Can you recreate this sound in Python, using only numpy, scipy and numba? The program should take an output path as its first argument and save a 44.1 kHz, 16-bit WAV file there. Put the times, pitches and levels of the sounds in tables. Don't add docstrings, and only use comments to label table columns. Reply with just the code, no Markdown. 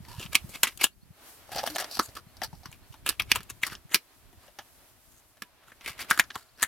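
import sys
import numpy as np
from scipy import signal
from scipy.fft import rfft, irfft, next_fast_len
from scipy.io import wavfile
from scipy.ndimage import uniform_filter1d
from numba import njit

SR = 44100
rng = np.random.default_rng(int(sys.argv[2]) if len(sys.argv) > 2 else 0)


def to_wav(sig):
    pcm = np.clip(np.atleast_2d(sig), -1, 1) * 32767
    pcm = np.round(pcm).astype(np.int16)
    wavfile.write(sys.argv[1], SR, pcm.T)


N = 294147

# time in seconds, level in dB.
AIR_LEVELS = [(0.0, -55.5), (0.48, -53), (1.09, -64), (1.37, -64), (1.6, -55.5), (2.3, -60), (2.55, -51),
              (2.88, -59), (3.2, -48), (3.55, -60), (3.76, -50.5), (4.03, -70), (4.38, -60.5), (4.8, -63.5),
              (5.4, -69.5), (5.8, -60.5), (6.2, -63.5), (6.67, -66)]
# frequency in Hz, relative density in dB.
AIR_SPECTRUM = [(12, -35), (20, -3.5), (62, 2.5), (119, -1.5), (160, -6.5), (198, -8.5), (255, -11.5),
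                (400, -14.5), (520, -40), (880, -120)]
# time in seconds, low hiss in dB, high hiss in dB.
RUSTLE_LEVELS = [(0.0, -64.5, -69.5), (0.69, -60.5, -58), (0.9, -74.5, -75), (1.12, -67.5, -70.5),
                 (1.29, -57, -56), (1.46, -60.5, -62), (1.69, -48.5, -53), (1.9, -54, -57),
                 (2.19, -62.5, -67.5), (2.99, -66, -66), (3.23, -62, -65.5), (3.96, -66, -69),
                 (4.74, -64, -64.5), (5.35, -69, -69), (5.79, -63.5, -70), (6.08, -57, -65),
                 (6.46, -67.5, -69.5), (6.67, -68.5, -67)]
# frequency in Hz, relative density in dB.
HISS_SPECTRUM = [(150, -43.5), (250, -7.5), (528, -10), (640, -5.5), (845, -9), (971, -9), (1280, -10),
                 (7060, -19.5), (13200, -15.5), (16000, -25.5)]
# start in seconds, length in seconds, from Hz, to Hz, level before flutter in dB.
CHIRPS = [(.905, .04, 4150, 4600, -73), (1.005, .045, 4050, 4600, -71), (1.125, .045, 4050, 4600, -72),
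          (2.27, .045, 3900, 4600, -70), (2.68, .045, 3800, 4400, -70), (2.815, .05, 3900, 4700, -69),
          (2.955, .045, 3900, 4700, -69), (4.075, .04, 3900, 4500, -72), (6.408, .035, 3200, 5100, -66),
          (6.482, .024, 3500, 5200, -64), (6.546, .028, 3500, 5000, -65)]
# middle in seconds, peak before port lean in dB, pitch in Hz.
SOFT_THUMPS = [(0.005, -37, 156), (0.027, -43, 94), (0.162, -42, 117), (0.188, -31, 115), (0.258, -37, 146),
               (0.448, -32.5, 146), (0.495, -44, 112), (0.556, -42, 198), (1.033, -45, 167),
               (1.11, -40.5, 133.4), (1.518, -52, 110), (1.558, -39.5, 156), (1.696, -48, 120),
               (1.995, -43, 80), (2.091, -43.5, 99), (2.271, -44.5, 150), (2.457, -41, 120),
               (2.483, -46, 124), (2.537, -35.5, 133), (2.664, -40.5, 134.5), (2.693, -40.5, 116.6),
               (2.908, -40, 109.6), (3.05, -46, 97.7), (3.214, -42, 87), (3.254, -46, 75.5),
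               (3.286, -41.5, 100), (3.379, -37, 98), (3.403, -42, 158), (3.524, -44, 92.5),
               (3.725, -41.5, 156), (3.856, -41, 132), (4.379, -49, 80.6), (5.872, -52, 88),
               (5.907, -45, 122), (6.02, -50.5, 80), (6.121, -44, 70), (6.2, -46, 70), (6.366, -46, 98),
               (6.641, -42, 79.6)]
# start in seconds, length in seconds, pitch in Hz, peak in dB.
SLIDE_HUMS = [(.075, .11, 950, -53), (.12, .035, 4050, -60), (1.685, .08, 305, -41), (1.8, .07, 620, -47),
              (5.43, .08, 975, -66)]
# frequency in Hz, width in Hz, relative level in dB.
BODY_MODES = [(410, 160, -7.5), (657, 540, -3.5), (1110, 440, -3.5), (1343, 300, -4), (1696, 130, -2.5),
              (2080, 560, -9.5), (2886, 890, 3), (3550, 1300, -1.5)]
# frequency in Hz, width in Hz, relative level in dB.
HULL_MODES = [(4334, 730, 7.5), (4716, 690, 6.5), (5660, 1000, 10), (5950, 800, -16.5)]
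# frequency in Hz, width in Hz, relative level in dB.
BRASS_MODES = [(6670, 1800, 10.5), (8800, 3700, -1.5), (10360, 900, -7), (12000, 430, -7.5),
               (13300, 1800, -14.5)]
# loudest moment in seconds, swell in seconds, fade in seconds,
# stroke level in dB, loudest ring in Hz, hull in dB and brass in dB, both against the stroke level.
STROKES = [(.09, 0.1, 0.4, -47.5, 1000, -3.5, -3.5), (0.243, 0.13, 0.031, -37, 2750, -6, -5),
           (0.333, 0.02, 0.052, -35, 2340, -5.5, -4.5), (.495, 0.0088, 0.12, -62, 2210, 9, 15),
           (0.558, 0.07, 0.033, -35.5, 2220, -5, -4.5), (.648, 0.014, .09, -31, 1970, -5.5, -10.5),
           (.685, .02, 0.073, -48, 2300, -6, -2.5), (0.816, 0.027, 0.039, -22.5, 2260, -6, -6.5),
           (.837, 0.01, 0.0064, -25, 2280, 3.5, 6.5), (1.519, .008, 0.24, -37, 790, -5, -4.5),
           (1.59, 0.12, .06, -32, 820, -5.5, -14), (1.665, .02, 0.024, -29, 810, -4, -12),
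           (1.755, 0.021, 0.037, -47, 900, 14.5, 4), (1.81, 0.049, 0.056, -39, 1300, 4, -1.5),
           (1.845, 0.011, 0.0083, -36.5, 1000, 4.5, 0.5), (1.945, 0.067, 0.16, -44, 2550, 9.5, 6),
           (1.985, 0.073, .01, -64, 1580, 3, -6.5), (2.038, 0.12, 0.076, -52.5, 910, -3.5, 10),
           (2.172, 0.028, 0.039, -35.5, 1190, -5.5, -6.5), (2.436, 0.012, 0.042, -30, 890, 0.5, -3),
           (2.55, 0.075, 0.087, -59, 790, 2.5, -4), (2.664, .035, .035, -48.5, 1220, 0, -7),
           (2.729, 0.026, 0.064, -49.5, 2360, -5, -4.5), (2.943, .045, 0.026, -60, 1150, 1, -10),
           (3.073, 0.025, 0.085, -29.5, 2450, -7, -4), (3.11, .02, 0.066, -45, 1820, -6, -18),
           (3.311, 0.054, 0.0088, -39.5, 2210, -6, -6), (3.336, 0.013, 0.13, -36.5, 2330, -10, -14.5),
           (3.352, .004, 0.038, -35, 2300, -1.5, 2.5), (3.385, .05, 0.099, -61, 1350, -5, -9.5),
           (3.499, 0.013, 0.022, -39, 2560, -11, -4), (3.632, 0.017, 0.018, -28.5, 2420, -14, -1.5),
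           (3.65, .015, 0.1, -34.5, 1790, -3.5, -5), (3.73, 0.031, .07, -40.5, 1520, -5.5, -6),
           (3.942, 0.049, .01, -28.5, 1900, -11.5, -3.5), (4.465, .1, .06, -57, 1100, -1, 1),
           (5.125, .06, .06, -69, 2050, -5, 8), (5.195, 0.092, 0.033, -68, 2000, -7, 10.5),
           (5.639, 0.031, .03, -54.5, 1300, -11.5, -9.5), (5.684, .03, 0.053, -52.5, 1350, -16.5, -6),
           (5.724, 0.062, 0.044, -57, 1900, -17, -12), (5.887, 0.083, 0.074, -30.5, 2130, -6, -5.5),
           (6.013, 0.054, 0.047, -31, 2080, -6, -4), (6.101, 0.019, .01, -27, 2230, -7, -6.5),
           (6.13, 0.016, 0.11, -30.5, 1580, -6, -5.5), (6.188, 0.042, .01, -54, 1460, -2.5, 3),
           (6.356, 0.034, .01, -42, 1200, 1, -3), (6.375, .02, 0.2, -50.5, 1420, -2.5, -0.5),
           (6.619, 0.042, 0.0089, -33, 1540, -5, -6.5)]
# first contact in seconds, peak in dB, loudest ring in Hz, body against ring in dB,
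# then hull, brass and thud (early rms against the peak) in dB, chatter T60 in seconds, chatter drive in dB.
SNAPS = [(0.05, -41, 2000, -14, -15.5, -25, -36, 0.06, -11.0),
         (0.195, -33, 2820, 2, -31, -11, -11, 0.087, -5),
         (0.226, -28.5, 2780, -4, -20, -32, -21.5, 0.069, 4),
         (0.26, -34, 2580, -2.0, -24, -35, -37, 0.037, -4),
         (0.346, -17, 2380, 3, -29, -14, -27.5, 0.099, 1),
         (0.352, -3, 2400, -6, -15.5, -14.5, -38, 0.039, -9),
         (0.492, -40.5, 3500, -1, -12, -7.5, -11, 0.048, -5),
         (0.548, -29, 2460, 7, -20, -37, -20.5, 0.055, -6),
         (0.632, -4.5, 2270, 9.5, -12.5, -9.5, -33, 0.058, -10.5),
         (0.67, -18, 2180, -2.0, -22, -19, -29, 0.051, -6.5),
         (0.674, -28.5, 3200, -4, -27, -8, -35, 0.067, -4),
         (0.774, -36.5, 3260, -5, -10.5, -5.5, -25, 0.024, -4),
         (0.795, -36, 2260, -2.0, -24, -30, -30, 0.055, -6),
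         (0.813, -30.5, 2300, 5, -10, -8, -15.5, 0.048, -3),
         (0.84, -3.5, 2980, 0.5, -15.5, -11, -38, 0.06, -13),
         (0.842, -16, 2980, -9.5, -13, -19, -23.5, 0.041, 2),
         (1.492, -38.5, 694, -19, -27, -23, -23, 0.034, -17),
         (1.517, -34, 1770, 4, -14, -21, -15, 0.049, -15), (1.557, -21.5, 654, 2, -13.5, -14, -31, 0.11, 2),
         (1.582, -21.5, 836, 9, -8.5, -18, -27, 0.11, -6), (1.633, -19.5, 730, -5, -20, -21, -34, 0.049, 8),
         (1.664, -26.5, 2940, 14, -9.5, -7, -27, 0.048, 0),
         (1.674, -13, 703, 11.5, -20, -21, -30, 0.05, -16), (1.699, -32, 605, 10, -6, -7.5, -16, 0.081, 8),
         (1.749, -30.5, 610, -1, -23, -12, -19, 0.074, -8),
         (1.759, -14, 764, 11, -23, -16.5, -43, 0.035, -11.0),
         (1.782, -18.5, 1590, 12, -11, -14, -41, 0.063, 7),
         (1.799, -21, 685, 9, -12, -10.5, -39, 0.15, -10), (1.843, -28, 1590, 15, -14, -34, -34, 0.028, -1),
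         (1.911, -42.5, 665, -8, 2, 0, -32, 0.095, -3), (1.97, -22, 830, 12, -28, -27, -27, 0.046, -17),
         (1.991, -8.5, 1170, -5, -15, -19.5, -19, 0.083, -1.5),
         (2.084, -39.5, 581, 7, -14, -23, -16, 0.14, -9.5),
         (2.152, -34, 2860, 3, -11, -10.5, -21, 0.063, -11.0),
         (2.167, -40.5, 1160, -9, -21, -11, -11.5, 0.1, 1), (2.368, -50, 840, 5, -1, -4, -37, 0.055, -16.5),
         (2.417, -20, 780, 7, -20, -22, -25, 0.071, -10.5),
         (2.529, -41.5, 767, -10, -19.5, -21, -17, 0.076, -15),
         (2.632, -46.5, 727, -2.0, -9, -17.5, -21.5, 0.089, -11.0),
         (2.656, -29, 1210, 2, -13, -19.5, -22.5, 0.053, -9),
         (2.715, -43.5, 990, 7, -20, -9, -32, 0.06, -15),
         (2.727, -34.5, 2660, -4, -20.5, -18, -39, 0.045, -20),
         (2.924, -44, 2800, -2.5, -19.5, -13.5, -19, 0.059, -6),
         (2.94, -39, 950, 3, -19, -19, -21, 0.084, -9),
         (3.062, -16, 2640, 8, -16.5, -12.5, -30, 0.065, -10),
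         (3.09, -13, 2450, 11, -9, -7.5, -25, 0.039, -5), (3.196, -10, 2380, -1, -24, -21, -39, 0.054, 8),
         (3.219, -26.5, 2320, 10, -11.5, -14, -33, 0.043, -3),
         (3.316, 1, 2560, -16, -17, -18.5, -35, 0.025, -12),
         (3.357, -14.5, 1010, 21, -14, -11.5, -39, 0.058, -10.5),
         (3.405, -31, 1390, 12, -18, -19, -24, 0.046, -14),
         (3.431, -41.5, 3140, -2.0, -10, -6.5, -33, 0.047, -14),
         (3.499, -27.5, 3370, 17, -30, -8, -22, 0.052, -8.5),
         (3.633, -10, 2020, -5.5, -34, -24.5, -36, 0.04, -9.5),
         (3.666, -21.5, 1300, 14, -11, -10.5, -27.5, 0.061, -10),
         (3.699, -33, 2140, -2.0, -19, -29, -29, 0.055, -11.0),
         (3.718, -31, 1200, 2, -18, -24, -18.5, 0.036, -3),
         (3.751, -28, 3320, -3, -17.5, -37, -37, 0.038, -11.5),
         (3.912, -47.5, 1620, 9, -8, -14, -5, 0.067, -7),
         (3.944, -2.5, 2190, 3, -12.5, -12.5, -31, 0.062, -13),
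         (4.328, -47.5, 673, 5.5, -23, -17, -12, 0.06, -12.5),
         (4.432, -53.5, 1180, -3.5, -11, -11, -18, 0.055, -4),
         (4.48, -40, 592, 6.5, -20.5, -24.5, -28.5, 0.072, -16),
         (4.587, -26, 813, 10.5, -15, -20.5, -23, 0.072, -9),
         (5.369, -48.5, 655, 6.5, -28, -16, -25, 0.051, -10),
         (5.42, -23, 2290, 13, -14.5, -15.5, -24, 0.056, -11.0),
         (5.718, -40, 1700, -8.5, -23, -25, -19.5, 0.045, -6),
         (5.809, -37.5, 2180, 7, -18, -24, -26, 0.055, -12), (5.86, -21, 2100, 1, -18, -18, -26, 0.041, -9),
         (5.991, -29, 1870, -10, -14, -18, -28, 0.055, -11.0),
         (6.015, -29, 2170, 23, -9, -12, -24, 0.1, -5), (6.046, -37.5, 1220, 5, -20, -16, -18, 0.059, -4),
         (6.103, -17.5, 1670, 14, -14, -8, -39, 0.046, -13),
         (6.11, -3.5, 1590, -5, -20.5, -20.5, -34, 0.04, -12),
         (6.175, -20, 1460, 8.5, -21.5, -16.5, -25, 0.04, -14),
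         (6.19, -18.5, 1585, -11, -12, -12.5, -25, 0.12, -20),
         (6.195, -2.5, 1850, -2.5, -26, -16.5, -38, 0.035, -1.5),
         (6.238, -37.5, 1260, 13, -12.5, -22, -24, 0.049, -11.0),
         (6.303, -26.5, 1640, 8, -39, -34, -28, 0.047, -10),
         (6.355, -21, 1010, 0.5, -21.5, -18.5, -23, 0.043, -2),
         (6.574, -44, 1500, 14.5, -13.5, -15, -19, 0.085, -6),
         (6.622, -24, 1670, -12, -23, -8, -21, 0.03, -12),
         (6.627, -9.5, 1670, 7, -14, -8, -34.5, 0.065, -12)]

SIDES = np.array([[1], [-1]])
CABIN_T60_S, CABIN_DB = 0.11, -19.5
PORT_LAG_S = 1.3e-5
TOP_HZ = 16300
SLIP_S, SLIP_DB = .005, -11
BLOW_LAG_S = .001
BLOW_S = .01
PAN_SCATTER_DB = 2.5
RING_WIDTH = 0.28
STROKE_RANGE_DB = 30
JOLT_HZ, JOLT_DB, HARD_DB = 167, -36, -12


def undb(db):
    return 10 ** (np.asarray(db) / 20)


def unit(x):
    return x / np.sqrt(np.mean(x ** 2))


def peak(x, db):
    return x * undb(db) / np.abs(x).max()


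def firm(x, db):
    hit = int(SLIP_S * SR)
    early = x[..., hit:hit + int(BLOW_S * SR)]
    return x * undb(db) / np.sqrt(np.mean(early ** 2))


@njit
def svf(x, g, k):
    y, b, l = np.empty(len(x)), 0., 0.
    c = 1 / (1 + g * (g + k))
    for i in range(len(x)):
        v = (b + g * (x[i] + 1e-18 - l)) * c
        b, l, y[i] = 2 * v - b, l + 2 * g * v, k * v
    return y


def band(x, hz, width):
    return svf(x, np.tan(np.pi * hz / SR), width / hz)


def ring(x, modes, scatter_db):
    out = 0
    for hz, width, db in modes:
        level_chance, pitch_chance = rng.standard_normal(2)
        gain = undb(db + scatter_db * level_chance) / np.sqrt(width)
        out = out + gain * band(x, hz * (1 + .02 * pitch_chance), width)
    return out


def ring_body(x, scatter_db):
    return band(ring(x, BODY_MODES, scatter_db), 1600., 3000.)


def ring_pair(pair, modes, scatter_db, hz, width):
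    return band(ring(pair.ravel(), modes, scatter_db), hz, width).reshape(2, -1)


def ring_hull(pair, scatter_db):
    return ring_pair(pair, HULL_MODES, scatter_db, 5200., 3500.)


def ring_brass(pair, scatter_db):
    return ring_pair(pair, BRASS_MODES, scatter_db, 12000., 14000.)


def curve(table):
    s, *columns = np.transpose(table)
    return [np.interp(np.arange(N) / SR, s, c) for c in columns]


def walk(rate):
    k = int(SR / rate)
    steps = np.repeat(rng.standard_normal(N // k + 1), k)
    return 1.7 * uniform_filter1d(uniform_filter1d(steps, k), k)[:N]


def coloured(points):
    hz, db = np.transpose(points)
    n = next_fast_len(N, True)
    f = np.maximum(np.arange(n // 2 + 1) * SR / n, 1)
    gain = undb(np.interp(np.log(f), np.log(hz), db))
    return irfft(rfft(rng.standard_normal(n)) * gain, n)[:N]


def add(out, s, sound):
    i = int(s * SR)
    n = min(sound.shape[-1], N - i)
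    out[..., i:i + n] += sound[..., :n]


def rumble():
    shared, *own = (unit(coloured(AIR_SPECTRUM)) for _ in range(3))
    gusts = walk(7)
    ports = np.array([unit((p + .6 * shared) * undb(3.5 * walk(30) + gusts)) for p in own])
    return ports * undb(curve(AIR_LEVELS)[0])


def rustle():
    low_db, high_db = curve(RUSTLE_LEVELS)
    split = signal.butter(3, 5000, fs=SR, output="sos")
    mid, side = coloured(HISS_SPECTRUM), coloured(HISS_SPECTRUM)
    low_mid, low_side = [signal.sosfiltfilt(split, v) for v in (mid, side)]
    high_mid, high_side = mid - low_mid, side - low_side
    spread = .35 * low_side + 0.52 * (low_side - uniform_filter1d(low_side, 12))
    low = (low_mid + SIDES * spread) / low_mid.std()
    high = (high_mid + SIDES * high_side) / high_mid.std()
    return low * undb(low_db + walk(20)) + high * undb(high_db + walk(15))


def bird():
    out = np.zeros(N)
    for s, length, hz0, hz1, db in CHIRPS:
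        n = int(length * SR)
        phase = 2 * np.pi * np.cumsum(np.linspace(hz0, hz1, n)) / SR
        add(out, s, undb(db) * np.hanning(n) ** .5 * np.sin(phase))
    out = out * undb(2 + 2 * walk(300))
    return np.array([out, np.roll(out, 2)])


def thumps():
    out = np.zeros((2, N))
    jolts = [(s + 1 / JOLT_HZ, db + JOLT_DB, JOLT_HZ) for s, db, *_ in SNAPS if db > HARD_DB]
    for s, db, hz in SOFT_THUMPS + jolts:
        phase, skew, lean = rng.standard_normal(3)
        n = int(2.4 * SR / hz)
        cycles = np.cos(2 * np.pi * hz * np.arange(n) / SR + 3 * phase + 0.77 * skew * SIDES)
        add(out, max(s - n / SR / 2, 0), cycles * np.hanning(n) * undb(db + 2 * lean * SIDES))
    return out


def hums():
    out = np.zeros(N)
    for s, length, hz, db in SLIDE_HUMS:
        n = int(length * SR)
        wobble = uniform_filter1d(rng.standard_normal(n), 300) * 0.12
        phase = 2 * np.pi * hz * np.cumsum(1 + wobble) / SR
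        add(out, s, undb(db) * np.hanning(n) ** .5 * np.sin(phase))
    return out


def scrapes():
    size = undb(2.6 * rng.exponential(size=N) + 2.2 * walk(350) + walk(80))
    grains, other = rng.standard_normal((2, N)) * size
    body = unit(ring_body(grains, scatter_db=0))
    pair = grains + .5 * SIDES * other
    hull = unit(ring_hull(pair, scatter_db=0))
    brass = unit(ring_brass(pair, scatter_db=0))
    out = np.zeros((2, N))
    for s, swell, fade, db, hz, hull_db, brass_db in STROKES:
        start, end = s - swell, s + fade
        i = np.arange(max(int(start * SR), 0), min(int(end * SR), N))
        ends_db = db - STROKE_RANGE_DB
        shape = undb(np.interp(i / SR, [start, s, end], [ends_db, db, ends_db]))
        main = unit(band(band(grains[i], hz, .15 * hz), hz, hz))
        low = undb(-8.5) * main + undb(-6) * body[i]
        out[:, i] += shape * (low + undb(hull_db) * hull[:, i] + undb(brass_db) * brass[:, i])
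    return out


def clicks():
    out = np.zeros((2, N))
    t = np.arange(SR // 7) / SR - SLIP_S
    hit = int(SLIP_S * SR)
    for s, db, hz, body_db, hull_db, brass_db, thud_db, t60, chatter_db in SNAPS:
        grit = unit(rng.standard_normal((2, len(t))) * undb(3.4 * rng.exponential(size=len(t))))
        shape = np.where(t < 0, undb(SLIP_DB + 7000 * t), undb(-60 * t / t60))
        push, other = undb(chatter_db) * grit * shape
        push[hit] += 2
        main = peak(band(band(push, hz, RING_WIDTH * hz), hz, hz), 0)
        body = peak(ring_body(push, scatter_db=2), body_db)
        thud = firm(band(band(push, 290.0, 280.0), 360.0, 350.0), db + thud_db)
        pair = (push + .4 * SIDES * other) * undb(-300 * np.maximum(t, 0))
        hull = firm(ring_hull(pair, scatter_db=2), db + hull_db)
        brass = firm(ring_brass(pair, scatter_db=2), db + brass_db)
        pan = undb(SIDES * PAN_SCATTER_DB * rng.standard_normal() / 2)
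        snap = peak(main + body, db) + thud + hull + brass
        add(out, s + BLOW_LAG_S - SLIP_S, snap * pan)
    return out


def right_port(x):
    n = next_fast_len(N, True)
    f = np.arange(n // 2 + 1) * SR / n
    lag = np.exp(-2j * np.pi * f * PORT_LAG_S)
    shade = undb(-3.0 * (f / 12000) ** 2)
    return irfft(rfft(x, n) * lag * shade, n)[:N]


def cabin(x):
    t = np.arange(SR // 5) / SR
    echo = rng.standard_normal((2, len(t))) * undb(-60 * t / CABIN_T60_S) * (t > .003)
    echo /= np.sqrt(np.sum(echo ** 2, axis=1, keepdims=True))
    return signal.fftconvolve(x, echo, axes=1)[:, :N]


def scene():
    background = rumble() + rustle() + bird() + thumps()
    hands = hums() + scrapes() + clicks()
    hands[1] = right_port(hands[1])
    return background + hands + undb(CABIN_DB) * cabin(hands)


def record(dry):
    low_pass = signal.ellip(8, .2, 70, TOP_HZ, fs=SR, output="sos")
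    return signal.sosfilt(low_pass, np.clip(dry, -.93, .93))


dry = scene()
out = record(dry)
to_wav(out)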